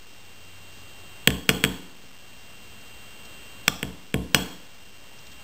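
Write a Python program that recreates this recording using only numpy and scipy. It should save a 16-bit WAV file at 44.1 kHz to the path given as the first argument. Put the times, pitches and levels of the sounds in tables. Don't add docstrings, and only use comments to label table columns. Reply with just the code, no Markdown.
import sys
import numpy as np
from scipy import signal
from scipy.fft import rfft, irfft, next_fast_len
from scipy.io import wavfile

SR = 44100
rng = np.random.default_rng(int(sys.argv[2]) if len(sys.argv) > 2 else 0)


def log_audio(samples):
    frames = np.atleast_2d(samples).T
    limited = np.clip(frames, -1, 1)
    pcm = np.round(limited * 32767).astype(np.int16)
    wavfile.write(sys.argv[1], SR, pcm)


N = 239683
TIME = np.arange(N) / SR


def amp(db):
    return 10 ** (np.asarray(db) / 20)


def unit(x):
    return x / np.sqrt(np.mean(x ** 2))


def along(points, hz):
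    f, v = np.transpose(points)
    return np.interp(np.log(hz + 1), np.log(f), v)


def dying(t, t60):
    return np.exp(-np.log(1000) * t / t60)


def filtered(x, gain):
    size = next_fast_len(len(x) + 8192)
    spectrum = rfft(x, size)
    hz = np.fft.rfftfreq(size, 1 / SR)
    return irfft(spectrum * gain(hz), size)[:len(x)]


def band_noise(size, low_hz, high_hz):
    def band(f):
        low_edge = (f / low_hz) ** 2
        return low_edge / (1 + low_edge) / (1 + (f / high_hz) ** 10)
    return unit(filtered(rng.standard_normal(size), band))


def swells(events):
    return sum(amp(db) * np.exp(-((TIME - s) / length) ** 2) for s, db, length in events)


def add(track, s, sound):
    part = track[round(s * SR):][:len(sound)]
    part += sound[:len(part)]


def hiss(hiss_db=-49):
    # (frequency [Hz], relative level [dB per Hz])
    colour = [(20, 1.5), (60, 10), (110, 7), (220, 5), (450, 1.5), (1000, -2), (2500, -3), (3400, -3),
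              (4200, -4), (5500, -14)]
    return amp(hiss_db) * unit(filtered(rng.standard_normal(N), lambda f: amp(along(colour, f))))


def drone():
    # (time [s], fundamental frequency [Hz])
    glide = [(0, 87.5), (1.0, 95.36), (3.5, 108.1), (5.43, 97.8)]
    partial_db = [-63, -69]
    # (frequency [Hz], half width [Hz], lift [dB])
    lifts = [(92.1, 3, 11), (208.3, 1.8, 12)]
    hz = np.interp(TIME, *np.transpose(glide))
    phase = 2 * np.pi * np.cumsum(hz) / SR

    def lift_db(f):
        return sum(db / (1 + ((f - centre) / width) ** 2) for centre, width, db in lifts)
    partials = sum(amp(db + lift_db(k * hz)) * np.sin(k * phase) for k, db in enumerate(partial_db, 1))
    return np.sqrt(2) * partials


def whine(frame_rate=30):
    # (frequency [Hz], offset within each frame [Hz], level [dB rms])
    tones = [(2778, -12.5, -51), (3177, -16.5, -55)]
    in_frame = TIME % (1 / frame_rate)
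    return sum(np.sqrt(2) * amp(db) * np.sin(2 * np.pi * (hz * TIME + offset * in_frame))
               for hz, offset, db in tones)


def rumble(centre_hz=64, width_hz=5, rest_db=-69):
    # (time [s], level [dB], length to 1/e [s])
    leans = [(2.95, -61, .45), (5.33, -54, .12)]
    noise = unit(filtered(rng.standard_normal(N), lambda f: 1 / (1 + ((f - centre_hz) / width_hz) ** 2)))
    return (amp(rest_db) + swells(leans)) * noise


def thump(t, swell=0.0034, steepness=3):
    # (frequency [Hz], level [dB])
    table_modes = [(210, -9.5), (450, -16), (1040, -29.5)]
    push = (t / swell * np.exp(1 - t / swell)) ** steepness
    swings = sum((-1) ** k * amp(db) * np.sin(2 * np.pi * hz * t) for k, (hz, db) in enumerate(table_modes))
    return push * swings


def boom(t, deep_db, rise=0.004, pivot_hz=200, tilt_db=1.34, deep_hz=136):
    # (frequency [Hz], level before colouring [dB], t60 [s])
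    low_modes = [(63.1, -21, 0.28), (68.3, -21.5, 0.35), (106.7, -27, 0.3), (131.4, -20, 0.27),
                 (160.3, -33, 0.65), (182, -26.5, 0.59), (189.1, -27.5, .48), (219.4, -30, 0.4),
                 (236.4, -33, .42), (257.7, -34.5, 0.69), (278, -27.5, .48), (307, -33.5, 0.64),
                 (332.6, -27.5, 0.17), (365, -43, 0.84), (412, -33, 0.3), (445, -31.5, .38),
                 (645, -34.5, 0.24), (701, -38.5, 0.37), (752, -35.5, 0.2), (899, -46.5, 0.53),
                 (1078, -42, 0.34)]

    def colour_db(hz):
        tilt = tilt_db * np.log2(hz / pivot_hz)
        return tilt + deep_db / (1 + (hz / deep_hz) ** 4)
    modes = sum((-1) ** k * amp(db + colour_db(hz)) * dying(t, t60) * np.sin(2 * np.pi * hz * t)
                for k, (hz, db, t60) in enumerate(low_modes))
    return modes * (1 - np.exp(-t / rise))


def scrapes():
    # (time [s], level [dB], length to 1/e [s])
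    shifts = [(0.766, -53, 0.061), (3.257, -48.5, 0.0084), (5.192, -44, 0.0069), (5.271, -42, 0.0037),
              (5.322, -46, 0.01)]
    return swells(shifts) * band_noise(N, 4300, 6100)


def nudge(deep_db=-3):
    # (time [s], level [dB])
    nudges = [(2.035, -28.5)]
    track, t = np.zeros(N), np.arange(SR // 2) / SR
    for s, db in nudges:
        add(track, s, amp(db) * (thump(t) + boom(t, deep_db)))
    return track


def room(t, dip_s=0.027, dip_width=0.011, dip_db=-2.0, first_wall=0.007):
    # (frequency [Hz], gain [dB])
    walls = [(60, -14), (130, -12.5), (210, -13), (400, -1), (550, -4.5), (740, 4.5), (1100, -2),
             (1500, -12), (2400, -17), (2950, -9), (3400, -8.5), (4100, -8), (5300, -10.5)]
    # (frequency [Hz], t60 [s])
    fade = [(150, 0.61), (500, 0.54), (1500, 0.58), (3300, 0.56), (5500, 0.61)]
    hz, s, z = signal.stft(rng.standard_normal(len(t)), SR, nperseg=256)
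    decayed = z * dying(s, along(fade, hz)[:, None])
    tail = signal.istft(decayed, SR, nperseg=256)[1][:len(t)]
    tail = tail * amp(dip_db * np.exp(-((t - dip_s) / dip_width) ** 2))
    tail = filtered(tail / np.linalg.norm(tail), lambda f: amp(along(walls, f)))
    return tail * (1 - np.exp(-(t / first_wall) ** 2))


def ring(t, modes):
    hz, db, t60 = np.transpose(modes)[:, :, None]
    scatter_db = 0.7 * rng.standard_normal(hz.shape)
    sign = (-1) ** np.arange(len(hz))[:, None]
    return np.sum(sign * amp(db + scatter_db) * dying(t, t60) * np.sin(2 * np.pi * hz * t), axis=0)


def wire_ring(t, block_db, hard_db=4, growth=4.3):
    # (frequency [Hz], level at a blow of hard_db [dB], t60 [s])
    wire_modes = [(2896, -25, 0.065), (4990, -40, .08), (5080, -33, 0.1)]
    return amp(growth * (block_db - hard_db)) * ring(t, wire_modes)


def clink(t, block_db, head_db, rise=0.0001, crack_db=-11, crack_t60=0.009):
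    # (frequency [Hz], relative level [dB], t60 [s])
    block_modes = [(1469, -11, 0.018), (1738, -7.5, 0.016), (2152, -1.5, 0.0073), (2440, -1, 0.0077),
                   (2774, -2, 0.0097), (3273, -5, .018), (4500, -14.5, 0.0099)]
    # (frequency [Hz], relative level [dB], t60 [s])
    head_modes = [(865, -15, 0.0063), (1175, -20, 0.042), (1920.4, -7.5, 0.0069), (2406, -1, 0.003),
                  (3473, -5.5, 0.013), (4213, -13, 0.0086), (5303, -1.5, 0.008)]
    crack = amp(crack_db) * band_noise(len(t), 400, 5200) * dying(t, crack_t60)
    steel = amp(block_db) * ring(t, block_modes) + amp(head_db) * ring(t, head_modes)
    blow = np.hypot(amp(block_db), amp(head_db))
    return (steel + blow * crack) * (1 - np.exp(-t / rise))


def hammer(room_db=-1, rebound_head_db=-10.5):
    # (time [s], block [dB], hammer head [dB], thump [dB], deepest table modes against the rest [dB])
    taps = [(1.2741, 4, -9, 3.5, 3), (1.4911, 7, -2.5, 4.5, -4.5), (1.639, 3.5, -9, 2.5, -2),
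            (3.6798, 1.5, 4, -7, -2), (3.8287, -7.5, -43, -5, 1.5), (4.1413, -6, -29, 2.5, 4),
            (4.3458, 8, 2, 3.5, -4)]
    # (time [s], block [dB])
    rebounds = [(1.3037, -9), (1.4997, -8), (1.6482, -4)]
    track, t = np.zeros(N), np.arange(SR * 3 // 4) / SR

    def in_room(direct):
        return direct + amp(room_db) * signal.fftconvolve(direct, room(t))[:len(t)]
    for s, block_db, head_db, thump_db, deep_db in taps:
        direct = clink(t, block_db, head_db) + amp(thump_db) * thump(t)
        table_boom = amp(thump_db) * boom(t, deep_db)
        add(track, s, in_room(direct) + wire_ring(t, block_db) + table_boom)
    for s, block_db in rebounds:
        add(track, s, in_room(clink(t, block_db, block_db + rebound_head_db)))
    return track


def scene():
    background = hiss() + drone() + whine() + rumble()
    handling = scrapes() + nudge()
    return (background + handling + hammer())[None]


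def gain_control(x, threshold_db=-22, depth_db=7, release_db=4.5, start_db=6, attack=0.004):
    excess = np.clip(20 * np.log10(np.abs(x) + 1e-9) - threshold_db, 0, depth_db)
    ramp = release_db * TIME
    held = np.maximum(np.maximum.accumulate(excess + ramp), start_db) - ramp
    keep = np.exp(-1 / (attack * SR))
    cut_db = signal.lfilter([1 - keep], [1, -keep], held - start_db) + start_db
    return x * amp(-cut_db)


def record(dry, hold=4, step=1 / 128, offset=-0.0065, top_hz=15600):
    x = filtered(gain_control(dry[0]), lambda f: 1 / np.sqrt(1 + (f / 5600) ** 24))
    codes = np.round(np.clip(x[::hold] + offset, -1, 1) / step)
    stairs = np.repeat(codes * step, hold)[:N]
    return filtered(stairs, lambda f: f < top_hz)[None]


dry = scene()
out = record(dry)
log_audio(out)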